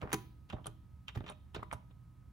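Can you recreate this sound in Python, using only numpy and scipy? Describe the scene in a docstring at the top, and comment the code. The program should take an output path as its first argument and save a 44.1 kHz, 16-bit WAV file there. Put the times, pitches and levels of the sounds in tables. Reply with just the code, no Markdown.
"""A few keys are typed slowly on a plastic computer keyboard on a desk, in a small quiet room.
Throughout lie a low rumble and thin hiss, both shaped noise, and a faint fan whine, a wavering sine.
From the start, noise bursts make finger ticks and landing keys; short falling sines thump the desk.
The space bar soon clatters back and knocks; more strokes follow, some with a high ping as a cap rings.
From about 0.66 s keys also spring back with a clack; the room answers with a short noise tail."""
import sys
import numpy as np
from scipy import signal
from scipy.fft import rfft, irfft, next_fast_len
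from scipy.io import wavfile
from scipy.ndimage import uniform_filter1d

SR = 44100
rng = np.random.default_rng(int(sys.argv[2]) if len(sys.argv) > 2 else 0)


def wav_out(sig):
    """Save sig, one row per channel (or a flat mono array), as 16-bit PCM at SR to the path in sys.argv[1]."""
    wavfile.write(sys.argv[1], SR, np.round(np.clip(np.atleast_2d(sig).T, -1, 1) * 32767).astype(np.int16))


N = 102664  # samples in the scene


def amp(db):
    """Turn decibels into a gain."""
    return 10 ** (np.asarray(db) / 20)


def unit(x):
    """Scale to an rms (average strength) of 1."""
    return x / np.sqrt(np.mean(x ** 2) + 1e-20)


def along(points, hz):
    """Read a value between (frequency, value) points, on a log frequency axis."""
    f, v = np.transpose(points)
    return np.interp(np.log(hz + 1), np.log(f + 1), v)


def filtered(x, response):
    """Multiply the spectrum of x by a complex response of frequency."""
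    n = x.shape[-1]
    padded = next_fast_len(2 * n)
    spectrum = rfft(x, padded) * response(np.fft.rfftfreq(padded, 1 / SR))
    return irfft(spectrum, padded)[..., :n]


def add(track, s, sound):
    """Mix a sound into the track at time s, trimmed to fit."""
    part = track[..., round(s * SR):][..., :sound.shape[-1]]
    part += sound[..., :part.shape[-1]]


# How alike left and right are: (frequency [Hz], likeness [0 to 1])
LIKENESS = [(60, 0.96), (200, 0.83), (500, 0.31), (1200, 0.35), (2500, 1), (15000, 0.22)]


def diffuse(size):
    """Stereo noise from all around; how alike its two sides are depends on frequency."""
    def mid_and_side(hz):
        turn = np.arccos(np.clip(along(LIKENESS, hz), -1, 1)) / 2
        return np.array([np.cos(turn), np.sin(turn)])

    mid, side = filtered(rng.standard_normal((2, size)), mid_and_side)
    return np.array([mid + side, mid - side])


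def lagged(x):
    """Direct sound reaches the left microphone a little later than the right."""
    lags_s = np.array([[8 / SR], [0]])  # left, right
    return filtered(x, lambda hz: np.exp(-2j * np.pi * hz * lags_s))


def causal(gain):
    """Minimum-phase response: the given gain, with its energy as early as possible."""
    cepstrum = irfft(np.log(np.maximum(gain, 1e-6)))
    half = len(cepstrum) // 2
    cepstrum[1:half] *= 2
    cepstrum[half + 1:] = 0
    return np.exp(rfft(cepstrum))


def ringing(x, modes):
    """Add the ring of a body: each mode is a resonance that x sets going."""
    def response(f):
        total = 1
        for hz, db, t60 in modes:
            damping = 1j * f * np.log(1000) / np.pi / t60
            total = total + amp(db) * damping / (hz * hz - f * f + damping)
        return total

    return filtered(x, response)


# Colour of the room rumble: (frequency [Hz], relative level [dB])
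RUMBLE_COLOUR = [(20, -53), (30, -23.5), (42, -4.5), (70, 2.5), (97, -5.5), (125, 1), (146, -9.5),
                 (184, -6.5), (220, -19.5), (264, -15.5), (325, -24), (450, -42), (900, -75)]
# Colour of the thin hiss: (frequency [Hz], relative level [dB])
HISS_COLOUR = [(240, -40), (400, -11), (820, -12), (960, -8), (1150, -14), (1450, -15), (2500, -22),
               (5000, -27), (8000, -29), (11000, -27), (13500, -31), (15500, -27)]
RUMBLE_DB, HISS_DB, WHINE_DB = -56, -77, -81.5  # rms levels at the microphones' input
WHINE_HZ, WHINE_WAVER_HZ = 1267, 5.1  # mean pitch, rms wander


def background():
    """Shaped noise makes rumble and hiss; a sine of randomly wandering pitch makes the fan whine."""
    def noise(colour):
        return unit(filtered(diffuse(N), lambda hz: amp(along(colour, hz))))

    waver = unit(uniform_filter1d(rng.standard_normal(N), size=1200))
    whine = unit(np.sin(2 * np.pi * np.cumsum(WHINE_HZ + WHINE_WAVER_HZ * waver) / SR))
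    rumble, hiss = noise(RUMBLE_COLOUR), noise(HISS_COLOUR)
    return amp(RUMBLE_DB) * rumble + amp(HISS_DB) * hiss + amp(WHINE_DB) * whine


BASS_HZ, TREBLE_HZ = 403, 3120  # corners of the two tone shelves
SNAP_DB, SNAP_S = -5, 0.0057  # crack relative to rattle; its 60 dB fall time before the rise adds to it
DIRECT_DB = -2.5  # direct relative to scattered rattle
GRAIN_DB = 2.5  # rms unevenness of the rattle
CAP_WIDTH_OCT = 0.22  # half-width of a key's own resonance, in octaves
SWELL_DB, SWELL_S = -15.5, 0.023  # swell relative to the rattle's envelope; time to grow by 60 dB


def contacts(rows, colour, size=8192, lead_size=1024):
    """Plastic on plastic: noise swells briefly before each contact, then cracks and rattles."""
    out = np.zeros((2, N + lead_size))
    t = (np.arange(size) - lead_size) / SR  # zero at the moment of contact
    hz = np.fft.rfftfreq(size, 1 / SR)
    after, before = np.maximum(t, 0), np.minimum(t, 0)
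    for s, db, bass_db, treble_db, t60, rise_s, cap_hz, cap_db in rows:
        rise = 1 - np.exp(-(after / rise_s) ** 2)
        snap_fall = amp(-60 * after / (SNAP_S + 2 * rise_s))
        snap = unit(rng.standard_normal(size) * rise * snap_fall)

        grain = amp(GRAIN_DB * unit(uniform_filter1d(rng.standard_normal(size), size=40)))
        swell = amp(SWELL_DB + 60 * before / SWELL_S)
        chatter = diffuse(size) + amp(DIRECT_DB) * lagged(rng.standard_normal(size))
        rattle = unit(chatter * grain * (swell + rise) * amp(-60 * after / t60))

        bass_shelf_db = bass_db / (1 + (hz / BASS_HZ) ** 2)
        treble_shelf_db = treble_db * hz ** 2 / (hz ** 2 + TREBLE_HZ ** 2)
        octaves_off = np.log2((hz + 1) / cap_hz)
        peak_db = cap_db / (1 + (octaves_off / CAP_WIDTH_OCT) ** 2)
        tone = amp(bass_shelf_db + treble_shelf_db + peak_db)
        body = causal(unit(amp(along(colour, hz))) * tone)

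        contact = irfft(rfft(amp(SNAP_DB) * lagged(snap) + rattle) * body)
        add(out, s, amp(db - 16.5) * contact)  # one trim for every contact
    return out[:, lead_size:]


# Fingers meeting or brushing key caps: (time [s], relative level [dB], bass shelf [dB],
# treble shelf [dB], rattle's 60 dB fall [s], rise [s], key resonance [Hz], its boost [dB])
TOUCH_ROWS = [(.0148, -51, 18, -3, 0.016, 0.0022, 2400, -1),
              (.1175, -41, -3, -12.5, 0.032, 0.00054, 1600, 2), (.494, -68, 21, 8, 0.009, 0.0026, 3000, 1),
              (.5, -48.5, 10, -5.5, 0.073, 0.00023, 2900, 11),
              (.506, -56, -5, -7, 0.075, 0.00045, 1500, 15.5),
              (.524, -52.5, 9, -3.5, 0.078, 0.0029, 3320, 5.5),
              (.643, -63.5, 31, -3, 0.11, 0.00053, 3200, 17),
              (1.0818, -46, -11, 0, 0.025, 0.0001, 3000, 8.5),
              (1.088, -42.5, -10, -14, 0.057, 0.0017, 3000, 4),
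              (1.153, -52.5, 25, 1.5, 0.022, 0.0056, 2800, -4),
              (1.173, -50.5, -2, -12, .03, 0.0011, 1900, 7.5),
              (1.2055, -58.5, 17, -10.5, .015, 0.00035, 3700, 5.5),
              (1.24, -53.5, 34, -17, 0.1, 0.00077, 2820, 7),
              (1.262, -47.5, 21, -9, 0.11, 0.0024, 2700, 0.5),
              (1.277, -50.5, 15, -2.5, 0.12, 0.0046, 2780, 5),
              (1.289, -42.5, -4, -18.5, 0.057, 0.00074, 3900, 10),
              (1.321, -52.5, 7, -21.5, 0.031, 0.0013, 2530, 10.5),
              (1.545, -41.5, 16, -3, 0.095, 0.002, 2900, 1.5),
              (1.56, -57.5, 21, -3.5, 0.043, 0.00049, 4450, 22),
              (1.577, -54.5, 26, -24, 0.046, 0.00054, 2500, 13),
              (1.7125, -37.5, -11, -29.5, 0.033, 0.00092, 2200, 8.5),
              (1.909, -63.5, 25, -24.5, 0.025, 0.0085, 3650, 12)]
# Colour of a touch: (frequency [Hz], relative level [dB])
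TOUCH_COLOUR = [(100, -13.5), (400, -9.5), (900, 0.5), (1400, 1), (2000, -1.5), (3200, 1.5), (4800, -12),
                (7000, -12.5), (10000, -25), (15500, -23)]


def touches():
    """Fingers tick or brush on the caps, as contacts with the touch colour."""
    return contacts(TOUCH_ROWS, TOUCH_COLOUR)


# Ring of the keyboard case: (frequency [Hz], relative level [dB], 60 dB fall [s])
CASE_MODES = [(320.5, 4.5, 0.65), (412.4, 0.5, 0.068), (611, 2, 0.25), (791, -6.5, 0.097), (989, -1, 0.34),
              (1100, -19.5, 0.24), (1251, -3, 0.049), (2410, -3, 0.071), (3670, 4, .06), (8000, -34, 0.043)]


def case(contact_sound):
    """Every key contact sets the same plastic case ringing."""
    return ringing(contact_sound, CASE_MODES)


# Keys landing on their rubber domes and settling: (time [s], relative level [dB], bass shelf [dB],
# treble shelf [dB], rattle's 60 dB fall [s], rise [s], key resonance [Hz], its boost [dB])
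LANDING_ROWS = [(.0218, -47, 11, 19.5, 0.097, 0.00091, 1200, 5.5),
                (.028, -44.5, 5, 11.5, 0.085, .0006, 900, 5.8),
                (.036, -49.5, 10.5, 3, 0.059, 0.00079, 470, 11),
                (.053, -53.5, 18, 11, 0.11, 0.0017, 1240, 2.7),
                (.0735, -44.5, -23, 3, 0.083, 0.00065, 1090, 3.2),
                (.092, -47, -14, 12, 0.11, .0015, 1200, 3), (.1035, -53.5, -2, 24, 0.12, .0005, 1700, 3.4),
                (.5305, -43.5, 10.5, -20, 0.1, 0.00081, 746, 9.7),
                (.563, -47.5, -6.5, -17, 0.043, 0.0035, 1010, 1.8),
                (.583, -53.5, 9, -8, 0.14, 0.0003, 1070, 9.6),
                (1.159, -53, 8.5, 29.5, 0.099, 0.00022, 1480, 6.4),
                (1.173, -55, 9.5, 31, 0.1, 0.00047, 264, 17.8), (1.207, -50, 2, 5, 0.11, 0.0005, 296, 6.8),
                (1.561, -46.5, 8, 4, 0.055, 0.0023, 620, 13.4),
                (1.592, -49.5, 2.5, 0, 0.086, 0.0018, 1130, 4.5)]
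# Colour of a landing: (frequency [Hz], relative level [dB])
LANDING_COLOUR = [(60, -9), (200, 5.5), (400, 0.5), (750, 1.5), (1200, -1.5), (2000, -10.5), (4000, -31.5),
                  (8000, -50.5), (15500, -47.5)]


def landings():
    """Keys bottom out on rubber and settle, as contacts with the landing colour."""
    return contacts(LANDING_ROWS, LANDING_COLOUR)


# How long the room rings: (frequency [Hz], 60 dB fall [s])
ROOM_FALL = [(100, 1), (400, 0.38), (1500, 0.32), (4000, 0.5), (8000, 0.19), (15000, 0.52)]
ROOM_DB = -14.5  # room tail relative to the dry sound


def room(x):
    """The walls answer after 5 ms with a noise tail that fades at its own rate in each band."""
    hz, t, bands = signal.stft(diffuse(SR // 2), SR, nperseg=256)
    fall = amp(-60 * t / along(ROOM_FALL, hz)[:, None])
    tail = signal.istft(bands * fall, SR, nperseg=256)[1]
    delayed = np.pad(tail, ((0, 0), (SR // 200, 0)))
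    return signal.fftconvolve(x, delayed / np.linalg.norm(tail[0]), axes=1)[:, :N]


# Pushes into the desk: (time [s], level [dB], pitch [Hz]), level being the peak envelope before the ring
THUMP_ROWS = [(0.031, -34, 77), (0.139, -37.5, 133), (0.539, -33, 68), (0.678, -44, 122),
              (1.1674, -29.5, 85.3), (1.206, -36, 98), (1.582, -37, 85.5), (1.747, -41, 79)]
# Ring of the desk top: (frequency [Hz], relative level [dB], 60 dB fall [s])
DESK_MODES = [(121.36, 9, 0.24), (177, -8, 1), (247, -1.5, 0.32)]
THUMP_RISE_S, THUMP_T60_S = 0.0011, 0.033  # rise time constant, 60 dB fall time


def desk():
    """Each push swings the desk top as a short, fast-fading sine, which also rings its modes."""
    out, t = np.zeros(N), np.arange(SR // 4) / SR
    envelope = (1 - np.exp(-t / THUMP_RISE_S)) ** 2 * amp(-60 * t / THUMP_T60_S)
    for s, db, hz in THUMP_ROWS:
        add(out, s, -amp(db) * envelope / envelope.max() * np.sin(2 * np.pi * hz * t))
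    return ringing(out, DESK_MODES)


# The space bar clattering back up: (time [s], relative level [dB], bass shelf [dB],
# treble shelf [dB], rattle's 60 dB fall [s], rise [s], bar resonance [Hz], its boost [dB])
BAR_ROWS = [(.129, -29.5, -7.5, 1.1, 0.053, 0.00069, 1310, 3.3),
            (.1338, -31, 10.5, -6.2, 0.026, 0.00074, 1410, 3.6),
            (.141, -33.5, 11, -0.5, 0.023, 0.0012, 407, 9.2)]
# Colour of the space bar: (frequency [Hz], relative level [dB])
BAR_COLOUR = [(100, -14), (350, -3), (560, -11.5), (800, 1), (1400, -2), (2100, -7), (3400, -8.5),
              (5200, -16.5), (6300, -4.5), (8500, -17.5), (11000, -9.5), (13300, -27.5), (15300, -14)]


def space_bar():
    """The space bar clatters back up, as contacts with its own colour."""
    return contacts(BAR_ROWS, BAR_COLOUR)


# Hollow tones of the space bar's knock: (frequency [Hz], starting level [dB], 60 dB fall [s])
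KNOCK_MODES = [(318, -35, 0.13), (381.7, -38.5, 0.11), (205.5, -45.5, 0.263)]


def bar_knock():
    """The bar's wire seats and knocks the case: a few fading sines give a hollow sound."""
    t = np.maximum(np.arange(N) / SR - .1395, 0)  # seconds since the knock
    return sum(amp(db - 60 * t / t60) * np.sin(2 * np.pi * hz * t) for hz, db, t60 in KNOCK_MODES)


# Hard taps that ring a key cap: (time [s], level [dB]), level being before the rise and fall
PING_ROWS = [(0.4997, -46), (0.6681, -24.5), (1.2982, -33.5), (1.3205, -49), (1.545, -43), (1.725, -41),
             (1.7304, -30)]
PING_HZ, PING_SPREAD_HZ = 8560, 33  # mean pitch, random spread between taps
PING_RISE_S, PING_T60_S = 0.00037, 0.008  # rise time constant, 60 dB fall time


def pings():
    """A hard tap makes a small key cap ring high and briefly, as a fast-fading sine."""
    out, t = np.zeros(N), np.arange(SR // 10) / SR
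    ring = (1 - np.exp(-t / PING_RISE_S)) * amp(-60 * t / PING_T60_S)
    for s, db in PING_ROWS:
        hz = rng.normal(PING_HZ, PING_SPREAD_HZ)
        add(out, s, amp(db) * ring * np.sin(2 * np.pi * hz * t))
    return lagged(out)


# Keys springing back against their stops: (time [s], relative level [dB], bass shelf [dB],
# treble shelf [dB], rattle's 60 dB fall [s], rise [s], key resonance [Hz], its boost [dB])
RELEASE_ROWS = [(.658, -43.5, -2, -8, 0.087, 0.0002, 820, 2.6),
                (.667, -50, 14, 7.5, 0.027, 0.00089, 3130, 12),
                (.671, -48, 17, -13.5, 0.072, 0.0019, 417, 8.5),
                (1.299, -44, 4.5, -11.5, 0.087, 0.0007, 614, 6.5),
                (1.6285, -44.5, 8, -34, 0.011, 0.00046, 1070, 15),
                (1.63, -47.5, -4, -13, 0.025, .0004, 1960, 15.6),
                (1.7272, -41.5, 7, -8, 0.013, 0.00033, 850, 8.4),
                (1.7315, -45, 14.5, -2, 0.059, 0.0012, 2240, 8)]
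# Colour of a release: (frequency [Hz], relative level [dB])
RELEASE_COLOUR = [(100, -2), (350, -7), (800, 1), (1300, 3), (2100, -11), (3400, -10.5), (5000, -16.5),
                  (7000, -12), (11500, -12.5), (13000, -24), (15500, -30)]


def releases():
    """Keys spring back and clack on their stops, as contacts with the release colour."""
    return contacts(RELEASE_ROWS, RELEASE_COLOUR)


def scene():
    """Keyboard and desk in the room; the pings are heard directly only."""
    keys = case(touches() + landings() + space_bar() + releases())
    typing = keys + desk() + bar_knock()
    return background() + typing + amp(ROOM_DB) * room(typing) + pings()


# Balance of the two microphones: (frequency [Hz], left minus right [dB])
BALANCE = [(30, 13.5), (80, -6), (160, -4), (400, 0.5), (700, -4), (1200, -1), (4000, -2), (12000, 0.5)]


def record(dry):
    """Two microphones differ in balance by frequency; the deepest bass and the top are cut away."""
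    low_cut = signal.butter(N=4, Wn=39, btype="high", fs=SR, output="sos")  # Wn in Hz
    cut = signal.sosfilt(low_cut, dry)
    shares = np.array([[.5], [-.5]])  # half the difference to each side
    leaning = filtered(cut, lambda hz: amp(along(BALANCE, hz) * shares))
    top_cut = signal.butter(N=20, Wn=15800, fs=SR, output="sos")  # Wn in Hz
    return signal.sosfilt(top_cut, leaning)


dry = scene()
out = record(dry)
wav_out(out)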